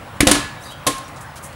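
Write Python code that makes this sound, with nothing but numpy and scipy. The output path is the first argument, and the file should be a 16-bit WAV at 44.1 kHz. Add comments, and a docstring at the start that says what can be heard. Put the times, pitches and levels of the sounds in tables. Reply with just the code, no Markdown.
"""A rubber ball is slapped and bounced hard on a concrete patio under a roof, overloading the microphone.
Each hit is a burst of shaped noise (the crack), fading tones (thud and shell) and a ping of the air inside.
Patio and yard echo the crack and thump. Bare feet scuff as short swells of hiss, birds chirp as gliding tones.
Distant traffic is shaped noise, and a thin electronic whine is one steady high tone."""
import sys
import numpy as np
from scipy import signal
from scipy.fft import rfft, irfft, next_fast_len
from scipy.io import wavfile
from scipy.ndimage import uniform_filter1d

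SR = 44100
rng = np.random.default_rng(int(sys.argv[2]) if len(sys.argv) > 2 else 0)


def put_to_file(sound):
    """Save the sound as 16-bit audio at rate SR, in the file named by the first command-line argument."""
    columns = np.atleast_2d(sound).T  # one column per channel
    safe = np.clip(columns, -1, 1)
    whole_steps = np.round(safe * 32767)
    wavfile.write(sys.argv[1], SR, whole_steps.astype(np.int16))


N = 68355  # length of the scene in samples

# How long the yard's echo lasts at each pitch. Each row: frequency in Hz, time to fade by 60 dB in seconds.
YARD_FADE = [(100, 0.8622), (260, 0.21323), (700, 0.3993), (1840, 0.59706), (4850, 0.45146),
             (12800, 0.28688)]
YARD_DELAY_S = 0.012


def amp(db):
    """Turn decibels into a plain loudness factor."""
    return 10 ** (np.asarray(db) / 20)


def evened(x):
    """Scale a signal to an rms (average strength) of 1."""
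    return x / np.sqrt(np.mean(x ** 2) + 1e-20)


def read(points, hz):
    """Read a curve of (Hz, value) points at any frequency, on a logarithmic pitch scale."""
    point_hz, value = np.transpose(points)
    return np.interp(np.log(hz + 1), np.log(point_hz + 1), value)


def add(mix, start_s, sound):
    """Add a sound to the mix at its start time, cutting off what runs past the end."""
    part = mix[round(start_s * SR):][:len(sound)]
    part += sound[:len(part)]


def played(rows, source):
    """Play one sound for each row of a table."""
    mix = np.zeros(N)
    for row in rows:
        add(mix, *source(*row))
    return mix


def coloured(length, shape_db):
    """Make noise of rms 1 with the spectrum shape_db(Hz)."""
    hz = np.fft.rfftfreq(length, 1 / SR)
    spectrum = rfft(rng.standard_normal(length))
    return evened(irfft(spectrum * amp(shape_db(hz)), length))


def lumps(length, size):
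    """Make a slow random wander, about 1 in rms, by averaging noise over size samples."""
    return evened(uniform_filter1d(rng.standard_normal(length + 400), size))[:length]


def ring(modes, t, share=1):
    """Sum fading tones, one per way a body can vibrate; share stretches or shortens their fades."""
    return sum(amp(db - 60 * t / t60 / share) * np.sin(2 * np.pi * hz * t) for hz, db, t60 in modes)


def echo(x, decay, delay_s=0.002):
    """Add up scattered reflections as a noise tail, each band dying at its own speed."""
    hz, t, noise = signal.stft(rng.standard_normal(SR // 2), SR, nperseg=256)
    fade = amp(-60 * t / read(decay, hz)[:, None])
    tail = signal.istft(noise * fade, SR, nperseg=256)[1]
    tail = np.append(np.zeros(round(delay_s * SR)), tail / np.linalg.norm(tail))
    return signal.fftconvolve(x, tail)[:len(x)]


def traffic():
    """Distant wash: noise built in short overlapping frames, with drifting patches and a slow swell."""
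    # Tone of the wash. Each row: frequency in Hz, relative level in dB.
    wash_colour = [(12, -57), (20, -21.5), (64, 0.5), (148, 2.5), (185, -11), (244, -5), (403, -15),
                   (563, -5), (612, -7.5), (1070, -5.5), (2200, -15.5), (3240, -22), (6150, -33),
                   (14200, -33), (15400, -44)]
    level_db, patch_db, swell_db = -35.5, 1.5, 0.4
    frames, hz = N // 256 + 5, np.fft.rfftfreq(1024, 1 / SR)
    real, imaginary, patches = rng.standard_normal((frames, 513, 3)).T
    patches = uniform_filter1d(patches, size=10, axis=0)  # blur across pitch
    patches = evened(uniform_filter1d(patches, size=12, axis=1))  # blur across time
    swell = evened(uniform_filter1d(rng.standard_normal(frames), size=30))
    frame_db = read(wash_colour, hz)[:, None] + patch_db * patches + swell_db * swell
    wash = signal.istft((real + 1j * imaginary) * amp(frame_db), nperseg=1024, noverlap=768)[1][:N]
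    return amp(level_db) * evened(wash)


def chirp(start, length, from_hz, mid_hz, to_hz, db):
    """A far bird's whistle: one gliding tone, slightly unsteady in pitch and loudness."""
    waver, flutter_db = 0.02108, 3  # rms pitch wander as a share, rms loudness wander in dB
    u = np.arange(round(length * SR)) / (length * SR)  # runs from 0 to 1 through the chirp
    glide_hz = np.interp(u, [0, 0.5, 1], [from_hz, mid_hz, to_hz])
    hz = glide_hz * (1 + waver * lumps(len(u), size=150))
    swell = np.sin(np.pi * u) ** 0.5
    loudness = amp(db + flutter_db * lumps(len(u), size=200))
    return start, loudness * swell * np.sin(2 * np.pi * np.cumsum(hz) / SR)


def bird_chirps():
    """All the chirps, without echo."""
    # Each row: start in seconds, length in seconds, pitch at start, middle and end in Hz (before the waver),
    # level in dB (before the flutter).
    chirps = [(.54, 0.0693, 3780, 3840, 3697, -51), (.618, 0.03304, 5000, 6297, 6015, -46),
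              (.635, 0.013, 3813, 4172, 4851, -44), (.648, 0.028, 4836, 4874, 4512, -40),
              (.645, 0.07122, 3900, 3770, 3820, -42.5), (.705, 0.043726, 2861, 3290, 3132, -38),
              (1.04, 0.0393, 5596, 5670, 5437, -47.5), (1.16, 0.02114, 3950, 3950, 3710, -52.5),
              (1.26, 0.0624, 5300, 5100, 5185, -58)]
    return played(chirps, chirp)


def scuff(start, length, peak, db, centre_hz, octaves):
    """A bare sole drags over grit: a short, uneven swell of hiss around one pitch."""
    grit_db = 1.5
    u = np.arange(round(length * SR)) / (length * SR)  # runs from 0 to 1 through the scuff
    hiss = coloured(len(u), lambda hz: -12 * (np.log2((hz + 100) / centre_hz) / octaves) ** 2)
    swell = np.interp(u, [0, np.clip(peak, 0.02, 0.95), 1], [0, 1, 0])
    return start, hiss * swell * amp(db + grit_db * lumps(len(u), size=60))


def foot_scuffs():
    """All the scuffs of bare feet, without echo."""
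    # Each row: start in seconds, length in seconds, loudest moment as a share of the length,
    # level in dB (before swell and grit), centre pitch in Hz, distance in octaves where the hiss is 12 dB down.
    scuffs = [(.16, 0.0265, 0.3986, -55, 8000, 0.794), (.59, 0.13295, 0.3972, -45, 9864, 0.7705),
              (.64, 0.0563, 0.402, -50, 9250, 1.014), (.685, 0.054, 0.6363, -43.5, 8715, 1.325),
              (.775, 0.01373, 0.491, -56.5, 10100, 0.598), (.832, 0.0205, 0.46, -63.5, 10000, 0.4176),
              (.966, 0.0089, 0.498, -39, 10020, 0.3594), (.98, 0.00962, 0.492, -31, 8285, 1.483),
              (1.075, 0.02302, 0.3443, -44, 7515, 1.098), (1.158, 0.0415, 0.1457, -44.5, 6019, 0.978),
              (1.206, 0.04537, 0.1002, -41.5, 8717, 0.9725), (1.355, 0.04986, 0.163, -37.5, 5556, 2.519),
              (1.422, 0.06608, 0.2937, -35.5, 9556, 0.951), (1.527, 0.01203, 0.202, -45.5, 7000, 1.233)]
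    return played(scuffs, scuff)


def air_ping(t, ping_db, upper_db):
    """The air inside the ball rings; each tone has a close partner, so the two beat together."""
    # Each row: frequency in Hz, relative level in dB, time to fade by 60 dB in seconds.
    air_tones = [(1065.3, -1.5, 0.5848), (1704.6, -1, 0.8113), (2267, -16, 0.748), (2880, 4.5, 0.1),
                 (3857, -39, 0.246)]
    split_hz, partner_life = 8, 0.6  # the partner is higher, equally loud at first, and fades sooner
    pairs = [[(hz, db, t60), (hz + split_hz, db, partner_life * t60)] for hz, db, t60 in air_tones]
    first = amp(ping_db) * ring(pairs[0], t)
    return first + amp(upper_db) * sum(ring(pair, t) for pair in pairs[1:])


def shell_thump(t, thud_db, shell_db, upper_shell_db, share):
    """The struck ball thumps: a low thud and two groups of shell tones, all fading."""
    # Low thud. Each row: frequency in Hz, relative level in dB, time to fade by 60 dB in seconds.
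    thud_tones = [(62.74, -7, 0.0893), (131.09, 0.5, 0.0585)]
    # Main shell tones. Each row: frequency in Hz, relative level in dB,
    # time to fade by 60 dB in seconds (before share stretches it).
    shell_tones = [(214.34, -8, 0.07755), (250.4, -6, 0.06394), (286.5, 0, 0.12145),
                   (325.05, -13.5, 0.0911)]
    # Higher shell tones. Each row: frequency in Hz, relative level in dB, time to fade by 60 dB in seconds.
    upper_tones = [(512.94, 1.5, 0.04368), (601.87, -5, 0.06302), (712.94, -10.5, 0.06331),
                   (840.3, -13, 0.01333)]
    thud = amp(thud_db) * ring(thud_tones, t)
    shell = amp(shell_db) * ring(shell_tones, t, share)
    return thud + shell + amp(upper_shell_db) * ring(upper_tones, t)


def hit(start, contact, crack_db, hold, dull_db, band_hz, lift_db, thud_db, shell_db, upper_shell_db, share,
        ping_db, upper_db, patio_db, yard_db):
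    """A clumpy crack and the thump of the shell, both echoed, and the unechoed ping of the air inside."""
    # Basic tone of the crack. Each row: frequency in Hz, relative level in dB.
    crack_colour = [(180, -18.5), (300, -1), (2340, -5.5), (3900, -4), (5260, -9), (5800, -8.5),
                    (8490, -10), (10400, -8.5), (15700, -22)]
    # How long the patio's echo lasts. Each row: frequency in Hz, time to fade by 60 dB in seconds.
    patio_fade = [(100, 0.11988), (1000, 0.1653), (10000, 0.10908)]
    crack_t60, clump_db, lift_octaves = 0.02059, 3.5, 0.5672  # fade in seconds, unevenness, width of lift
    t = np.arange(SR // 2) / SR
    rise = np.minimum(t / max(contact, 1 / SR), 1)

    def colour(hz):
        tilt = dull_db * np.log2((hz + 100) / 2000)
        lift = lift_db * np.exp(-(np.log2((hz + 1) / band_hz) / lift_octaves) ** 2)
        return read(crack_colour, hz) + tilt + lift

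    crack = coloured(len(t), colour) * amp(clump_db * lumps(len(t), size=16))
    crack /= np.std(crack[:round((contact + hold) * SR) + 100])
    crack *= rise * amp(crack_db - 60 * np.maximum(t - contact - hold, 0) / crack_t60)
    # The echoes are fed a short click with the crack's colour and energy, giving a smooth tail.
    click = irfft(amp(colour(np.fft.rfftfreq(len(t), 1 / SR))), len(t))
    click = np.roll(click, SR // 500)  # 2 ms later
    click *= np.linalg.norm(crack) / np.linalg.norm(click) * (t < 0.01)
    body = rise * shell_thump(t, thud_db, shell_db, upper_shell_db, share)
    air = rise * air_ping(t, ping_db, upper_db)
    thrown = click + body
    patio_echo = amp(patio_db) * echo(thrown, patio_fade)
    yard_echo = amp(yard_db) * echo(thrown, YARD_FADE, YARD_DELAY_S)
    return start, crack + body + air + patio_echo + yard_echo


def ball():
    """All slaps and bounces of the ball, with two small distinct echoes, each with its own rise time."""
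    # The rows at 0.249 and 0.341 seconds are the small echoes, made the same way as the hits.
    # Each row: start in seconds, rise time in seconds, crack level in dB, crack hold in seconds,
    # tilt of the crack's tone in dB per octave (above 0 favours treble), centre of the altered band in Hz,
    # its lift in dB (below 0 is a dip), thud level, shell level and upper shell level in dB,
    # factor on the shell's fade time, first ping level, upper pings level, patio echo level
    # and yard echo level in dB.
    hits = [(.2052, 0.0002505, -4, 0.0023805, 1.6276, 1997, 10, -9, -13, -16, 0.7727, -33.5, -32, -7, -20.5),
            (.2293, 0.0033, -25.5, 0.00294, 0, 600, 3, -44, -4, -23.5, 0.6101, -62, -58.5, -13, -30),
            (.2490, 0.001051, -31.5, 0.001618, 6, 9510, -8.5, -52.5, -29.5, -43.5, 1.734, -36, -41.5, 5, -24.5),
            (.2698, 0.0003684, -7, .005, -0.5, 676.4, -3, -15, -7, -9.5, 0.5213, -28.5, -30, -4, -4),
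            (.3128, 0.0012405, -5, 0.00341, 0, 7755, 3.5, -28.5, -11, -25, 1.7474, -28.5, -27.5, -5.5, -7.5),
            (.341, 0.010296, -17.5, 0.00785, -2.5, 1143, 3, -44.5, -17, -39.5, 0.499, -34.5, -28, -11.5, -1.5),
            (.8663, 0.001528, -13.5, 0.010589, 0.528, 9980, 2.5, -21, -18, -14, 1.8095, -18, -38, -7, -6.5)]
    return played(hits, hit)


def scene():
    """Mix traffic, ball, feet and birds into one channel, with yard echoes behind feet and birds."""
    feet, birds = foot_scuffs(), bird_chirps()
    feet = feet + amp(-10.5) * echo(feet, YARD_FADE, YARD_DELAY_S)
    birds = birds + amp(-3.5) * echo(birds, YARD_FADE, YARD_DELAY_S)
    return (traffic() + ball() + feet + birds)[None]


def record(dry):
    """Microphone colour, a thin electronic whine, hard overload of loud peaks, then the band limit."""
    # Tone of the microphone. Each row: frequency in Hz, level change in dB.
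    mic_colour = [(2000, -0.5), (6000, 0.5), (10000, 2), (12500, -4.5), (15800, -10.5)]
    bass_cut_hz, edge_hz, clip_level = 51.8, 15850, 1.0
    whine_hz, whine_db = 15676, -62.5  # rms level before the band limit
    size = next_fast_len(N + 4096)
    gain = amp(read(mic_colour, np.fft.rfftfreq(size, 1 / SR)))
    heard = irfft(rfft(dry, size) * gain, size)[:, :N]
    heard = signal.sosfilt(signal.butter(2, bass_cut_hz, "high", fs=SR, output="sos"), heard)
    whine = amp(whine_db) * np.sqrt(2) * np.sin(2 * np.pi * whine_hz * np.arange(N) / SR)
    clipped = np.clip(heard + whine, -clip_level, clip_level)
    band_limit = signal.firwin(511, edge_hz, window=("kaiser", 9), fs=SR)
    return signal.oaconvolve(clipped, band_limit[None], "same")


dry = scene()
out = record(dry)
put_to_file(out)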